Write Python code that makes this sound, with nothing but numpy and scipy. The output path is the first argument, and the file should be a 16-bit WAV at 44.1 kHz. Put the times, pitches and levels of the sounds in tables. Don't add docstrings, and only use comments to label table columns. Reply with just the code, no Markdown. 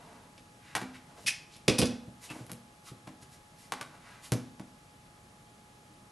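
import sys
import numpy as np
from scipy import signal
from scipy.fft import rfft, irfft, next_fast_len
from scipy.io import wavfile
from scipy.ndimage import uniform_filter1d

SR = 44100
rng = np.random.default_rng(int(sys.argv[2]) if len(sys.argv) > 2 else 0)


def dump_mix(stems):
    frames = np.atleast_2d(stems).T
    limited = np.clip(frames, -1, 1)
    pcm = np.round(limited * 32767).astype(np.int16)
    wavfile.write(sys.argv[1], SR, pcm)


N = 269744
TOP_HZ = 11950
SIZE = 32768
T = np.arange(SIZE) / SR
HZ = np.fft.rfftfreq(SIZE, 1 / SR) + 1

# start_s, click_db, tilt_db_per_octave, chatter_t60_s, thud_db
CUTTER_HITS = [(.379, -49, .5, .018, -54), (1.566, -48, 5.5, .0074, -58), (1.68, -19.5, .5, .01, -14.5),
               (1.6824, -16.5, 0, 0.01, -24.5), (1.695, -26, 2, .04, -29), (1.7834, -24.5, 2.5, 0.045, -50),
               (1.7874, -18.5, 5.5, .017, -21.5), (1.7953, -26, 2, .025, -27), (1.816, -21.5, 1, .042, -26),
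               (1.824, -21.5, -6, 0.05, -22), (1.855, -29.5, 3.5, .035, -47)]
# frequency_hz, gain_db
CUTTER_TONE = [(100, -2), (500, -7.5), (1200, -7), (2400, -6.5), (3800, -4.5), (5300, -5.5), (7000, -13),
               (10500, -12), (12000, -21)]
# pitch_hz, width_hz, peak_db (relative to the broad tone)
CUTTER_MODES = [(2290, 73, 4), (2550, 87, 9), (3500, 99, 4), (4540, 140, -12), (4870, 110, 0),
                (4950, 190, 0), (5880, 200, 3)]

def cutter():
    return clicks(CUTTER_HITS, body(CUTTER_TONE, CUTTER_MODES), favoured_hz=2500, climb_octaves=.38,
                  snap=0.48, level_db=18.5, walls_db=-2.5, early_db=-3, late_db=-5.5)


# frequency_hz, gain_db
GUARD_TONE = [(300, -24), (1200, -16.5), (1650, -4), (2500, 3.5), (3800, -4), (5000, 1), (7000, -8),
              (10000, -4.5), (12000, -13)]

def guard(start_s=1.2625, push_s=0.023, stop_s=0.013, settle_s=.013, level_db=-28):
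    push_db = -13 * np.maximum(1 - T / push_s, 0) ** 2
    stop_db = -14 * np.clip((T - push_s) / stop_s, 0, 1)
    release = fade(np.maximum(T - push_s - stop_s - settle_s, 0), t60=.033)
    slips = grains(SIZE, spread_db=4) * amp(level_db + push_db + stop_db) * release
    shell = unit(causal(body(GUARD_TONE, CUTTER_MODES)))
    track = np.zeros(N)
    add(track, start_s, irfft(rfft(slips) * shell))
    return room(track, walls_db=-5.5, early_db=-9.5, late_db=-9.5)


# start_s, click_db, tilt_db_per_octave, chatter_t60_s, thud_db
RULER_HITS = [(.752, -26, 1.6, 0.016, -41), (.762, -30, .3, 0.019, -42), (.815, -39, -.3, .055, -36),
              (2.302, -43, 1.5, .03, -44), (2.309, -44, 1.5, .1, -43), (2.466, -51, 6, .007, -60),
              (2.356, -51, -6, .035, -42.5), (2.496, -46, 1, 0.057, -46), (2.517, -37, 6, .0044, -43),
              (3.072, -45.5, -0.5, .051, -42), (3.722, -29, .5, 0.014, -41), (3.812, -35, 1.2, .012, -46.5),
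              (4.3206, -28, 4.5, 0.0048, -35), (4.327, -37, .8, 0.024, -34), (4.597, -47.5, 0.5, .013, -38)]
# frequency_hz, gain_db
RULER_TONE = [(100, -39), (400, -6), (850, 2), (1500, -5), (2400, -7), (4000, -10), (7000, -16),
              (10000, -15), (12000, -18.5)]
# pitch_hz, width_hz, peak_db (relative to the broad tone)
RULER_MODES = [(860, 50, -17), (1140, 190, -5.5), (1474, 160, 4.5), (2220, 510, 0.5)]

def ruler():
    return clicks(RULER_HITS, body(RULER_TONE, RULER_MODES), favoured_hz=800, climb_octaves=.64,
                  snap=0.71, level_db=23.5, walls_db=-2.5, early_db=-4.0, late_db=-6.5)


def clicks(hits, body_db, favoured_hz, climb_octaves, snap, level_db, walls_db, early_db, late_db):
    track = np.zeros((2, N))
    for start_s, db, tilt_db, chatter_t60, _ in hits:
        spot_hz = favoured_hz * 2 ** (climb_octaves * tilt_db)
        contact = click(body_db, tilt_db, chatter_t60, spot_hz, snap)
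        add(track, start_s, amp(db + level_db) * room(contact, walls_db, early_db, late_db))
    return track


def click(body_db, tilt_db, chatter_t60, spot_hz, snap, boost_db=4, boost_octaves=0.27):
    rattle = grains(SIZE, spread_db=8) * fade(T, chatter_t60)
    force = rattle / np.linalg.norm(rattle)
    force[0] += snap * fade(chatter_t60, 0.34)
    spectrum = rfft(force)
    flatten_db = -10 * np.log10(np.abs(uniform_filter1d(np.abs(spectrum) ** 2, size=300)) + 1e-9)
    spot_db = boost_db * np.exp(-(np.log2(HZ / spot_hz) / boost_octaves) ** 2)
    octave = np.log2(np.maximum(HZ, 500) / 2000)
    ring = irfft(spectrum * causal(body_db + flatten_db + spot_db + tilt_db * octave))
    return ring / np.linalg.norm(ring)


def body(tone, modes):
    peaks = sum(amp(db) ** 2 / (1 + (2 * (HZ - hz) / width) ** 2) for hz, width, db in modes)
    return along(tone, HZ) + 10 * np.log10(1 + peaks)


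# start_s, thud_db
HAND_THUMPS = [(.82, -43.5), (1.245, -46), (2.077, -40.5), (2.408, -40.5), (2.517, -45), (2.914, -41.5),
               (3.223, -51), (4.319, -21), (5.9, -54.5)]

def table():
    return (thuds(RULER_HITS, lowest_hz=85, cutoff_hz=340, knock_db=19.5, lean=.02)
            + thuds(CUTTER_HITS, lowest_hz=92, cutoff_hz=500, knock_db=18.5, lean=0.15)
            + thuds(HAND_THUMPS, lowest_hz=62, cutoff_hz=130, knock_db=20, lean=.01))


def thuds(hits, lowest_hz, cutoff_hz, knock_db, lean, heavy_db=-30, width_db=-2):
    tracks = np.zeros((2, N))
    for start_s, *_, db in hits:
        heaviness = min(1, amp(db - heavy_db))
        add(tracks, start_s, amp(db) * np.outer([1, heaviness], thud(cutoff_hz, knock_db)))
    low_cut = signal.butter(3, lowest_hz, "highpass", fs=SR, output="sos")
    every, heavy = signal.sosfilt(low_cut, tracks)
    mid = room(every, walls_db=-16.0, early_db=-26.0, late_db=-12.5)[0]
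    side = room(heavy, walls_db=-11, early_db=-14.0, late_db=-25)[1]
    return np.array([mid, amp(width_db) * side - lean * heavy])


# pitch_hz, relative_db, t60_s
TABLE_MODES = [(90, -8.5, 0.14), (118.6, -1.5, 0.19), (158.5, -8.5, 0.11), (194.5, -2, 0.21),
               (233.8, -9, 0.56), (257, -5, 0.48), (299.3, 2, 0.08), (309.5, -8.5, 0.3), (351, -8, 0.2),
               (374, -9, 0.16), (452, -8, 0.2), (497.5, -7.5, 0.43), (530, -11, 0.28), (591, -13, 0.2),
               (690, -33, 0.19)]
# frequency_hz, gain_db
KNOCK_TONE = [(50, -36), (110, -3), (170, -1.5), (300, -5), (600, -3.5), (1000, -11.5), (2000, -28),
              (4000, -64)]

def thud(cutoff_hz, knock_db, vary_db=3.5, detune=0.0089, knock_t60=0.17):
    hz, db, t60 = np.transpose(TABLE_MODES)[:, :, None]
    strength, load = rng.standard_normal((2, len(hz), 1))
    gain = amp(db + vary_db * strength) / np.hypot(1, (hz / cutoff_hz) ** 2)
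    sign = (-1) ** (np.arange(len(hz))[:, None] // 2)
    t = T[:SIZE // 2]
    modes = np.sin(2 * np.pi * hz * (1 + detune * load) * t) * fade(t, t60)
    ring = np.sum(sign * gain * modes, axis=0) / np.linalg.norm(gain)
    colour_db = along(KNOCK_TONE, HZ) - 10 * np.log10(1 + (HZ / cutoff_hz) ** 2)
    burst = rng.standard_normal(SIZE) * fade(T, knock_t60)
    knock = irfft(rfft(burst) * causal(colour_db))[:len(t)]
    return 0.94 * ring + amp(knock_db) * knock / np.linalg.norm(knock)


# middle_s, length_s, relative_db, centre_hz
CLOTH_DRAGS = [(.01, .52, -52.5, 720), (.09, .46, -57.5, 190), (0.702, .16, -53, 1820),
               (.956, 0.039, -47, 1920), (1.114, .097, -55.5, 720), (1.183, 0.029, -46, 600),
               (1.54, .059, -51, 3400), (2.36, .12, -49, 600), (3.948, 0.077, -53.5, 1020),
               (4.106, .19, -50.5, 1370)]
# middle_s, length_s, relative_db
FINGER_BRUSHES = [(1.223, .12, -53), (2.247, 0.058, -43.5), (2.347, 0.19, -52), (2.879, 0.056, -45),
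                  (3.227, .022, -47), (3.336, .062, -52), (3.627, .11, -52.5), (4.255, 0.057, -43)]
# middle_s, relative_db, pitch_hz
FINGER_SQUEAKS = [(2.305, -39, 2730), (2.882, -48, 1280)]

def rubs(level_db=-6, squeak_s=.024):
    drags = sum(stroke(*drag, octaves=0.94, spread_db=4.5) for drag in CLOTH_DRAGS)
    brushes = sum(stroke(*brush, hz=3400, octaves=3.7, spread_db=5.5) for brush in FINGER_BRUSHES)
    squeaks = sum(stroke(middle_s, squeak_s, db, hz, octaves=0.16, spread_db=4.0)
                  for middle_s, db, hz in FINGER_SQUEAKS)
    return amp(level_db) * room(drags + brushes + squeaks, walls_db=-22.0, early_db=-3, late_db=-6.5)


def stroke(middle_s, length_s, db, hz, octaves, spread_db):
    track, start_s = np.zeros(N), max(middle_s - length_s, 0)
    band = 1 / (1 + (np.log2(HZ / hz) / octaves) ** 2)
    hiss = unit(irfft(rfft(grains(SIZE, spread_db)) * band))
    swell = np.exp(-(2 * (T + start_s - middle_s) / length_s) ** 2)
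    add(track, start_s, amp(db) * hiss * swell)
    return track


# delay_s, relative_db
WALL_ECHOES = [(.0068, -19), (0.0126, -17), (0.0161, -6)]

def room(dry, walls_db, early_db, late_db, scatter_t60=0.065):
    envelope = fade(T, scatter_t60) * (1 - fade(T, 0.0091))
    scatter = rng.standard_normal((2, SIZE // 2)) * envelope[:SIZE // 2]
    response = amp(early_db) * scatter / np.linalg.norm(scatter[0]) + amp(late_db) * tail()
    response[0, 0] += 1
    for delay_s, db in WALL_ECHOES:
        response[0, round(delay_s * SR)] += amp(db + walls_db)
    return signal.fftconvolve(dry[None], response, axes=1)[:, :N]


# frequency_hz, t60_s
ROOM_DECAY = [(100, 0.46), (300, 0.56), (1000, 0.48), (3000, 0.42), (6000, 0.38), (11000, 0.27)]

def tail(build_s=0.0079):
    hz, t, bands = signal.stft(rng.standard_normal((2, SIZE // 2)), SR, nperseg=256)
    reverb = signal.istft(bands * fade(t, along(ROOM_DECAY, hz)[:, None]), SR, nperseg=256)[1]
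    reverb *= 1 - np.exp(-(T[:SIZE // 2] / build_s) ** 2)
    return reverb / np.linalg.norm(reverb, axis=1, keepdims=True)


# pitch_hz, rms_db
FAN_TONES = [(118.4, -73), (699.8, -80), (839.8, -66.5), (1260, -80.5), (1680, -80.5)]

def fan(wander=0.000595):
    t = np.arange(N) / SR
    drift = np.interp(t, np.arange(16) / 2, rng.standard_normal(16))
    rotor_time = t + wander * np.cumsum(drift) / SR
    return sum(np.sqrt(2) * amp(db) * np.sin(2 * np.pi * hz * rotor_time) for hz, db in FAN_TONES)


# frequency_hz, relative_db
AIR_TONE = [(15, -51), (25, -11.5), (159, -2), (410, -13), (758, -13.5), (819, -16.5), (980, -16.5),
            (1230, -15.5), (1520, -22), (1680, -21.5), (11500, -26.5), (15000, -58), (22000, -120)]
# frequency_hz, side_gain_db
AIR_SPREAD = [(60, -33), (110, -32), (200, -19.5), (360, -9), (640, -1.5), (1170, -1), (2110, 2.5),
              (3830, -5), (6930, -11.5), (12600, -40)]

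def room_tone(level_db=-58.5):
    air = filtered(rng.standard_normal((2, N)), lambda hz: amp(along(AIR_TONE, hz)) * (hz < TOP_HZ))
    mid, side = amp(level_db) * unit(air)
    return np.array([mid, filtered(side, lambda hz: amp(along(AIR_SPREAD, hz)))])


def grains(size, spread_db):
    return unit(rng.standard_normal(size) * amp(spread_db * rng.standard_normal(size)))


def causal(db):
    cepstrum = irfft(np.log(amp(db)))
    cepstrum[1:SIZE // 2] *= 2
    cepstrum[SIZE // 2 + 1:] = 0
    return np.exp(rfft(cepstrum))


def filtered(x, gain):
    size = next_fast_len(N + SR // 2)
    return irfft(rfft(x, size) * gain(np.fft.rfftfreq(size, 1 / SR)), size)[..., :N]


def amp(db):
    return 10 ** (np.asarray(db) / 20)


def unit(x):
    return x / np.sqrt(np.mean(x ** 2) + 1e-20)


def along(points, hz):
    frequencies, values = np.transpose(points)
    return np.interp(np.log(hz + 1), np.log(frequencies), values)


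def fade(t, t60):
    return np.exp(-np.log(1000) * t / np.maximum(t60, 1e-4))


def add(track, start_s, x):
    start = max(round(start_s * SR), 0)
    part = x[..., :max(N - start, 0)]
    track[..., start:start + part.shape[-1]] += part


# frequency_hz, side_gain_db
ROOM_SPREAD = [(100, -31), (500, -15), (1000, -10), (2500, -50), (10000, -45)]

def scene(cutter_lean=0.016):
    clacks, rattle = ruler(), cutter()
    mid, side = clacks + rattle + guard() + rubs()
    side = filtered(side, lambda hz: amp(along(ROOM_SPREAD, hz))) - cutter_lean * rattle[0]
    mid, side = np.array([mid, side]) + table() + room_tone()
    mid += fan()
    return np.array([mid + side, mid - side])


def record(dry):
    return filtered(dry, lambda hz: np.clip((TOP_HZ - hz) / 300 + .5, 0, 1))


dry = scene()
out = record(dry)
dump_mix(out)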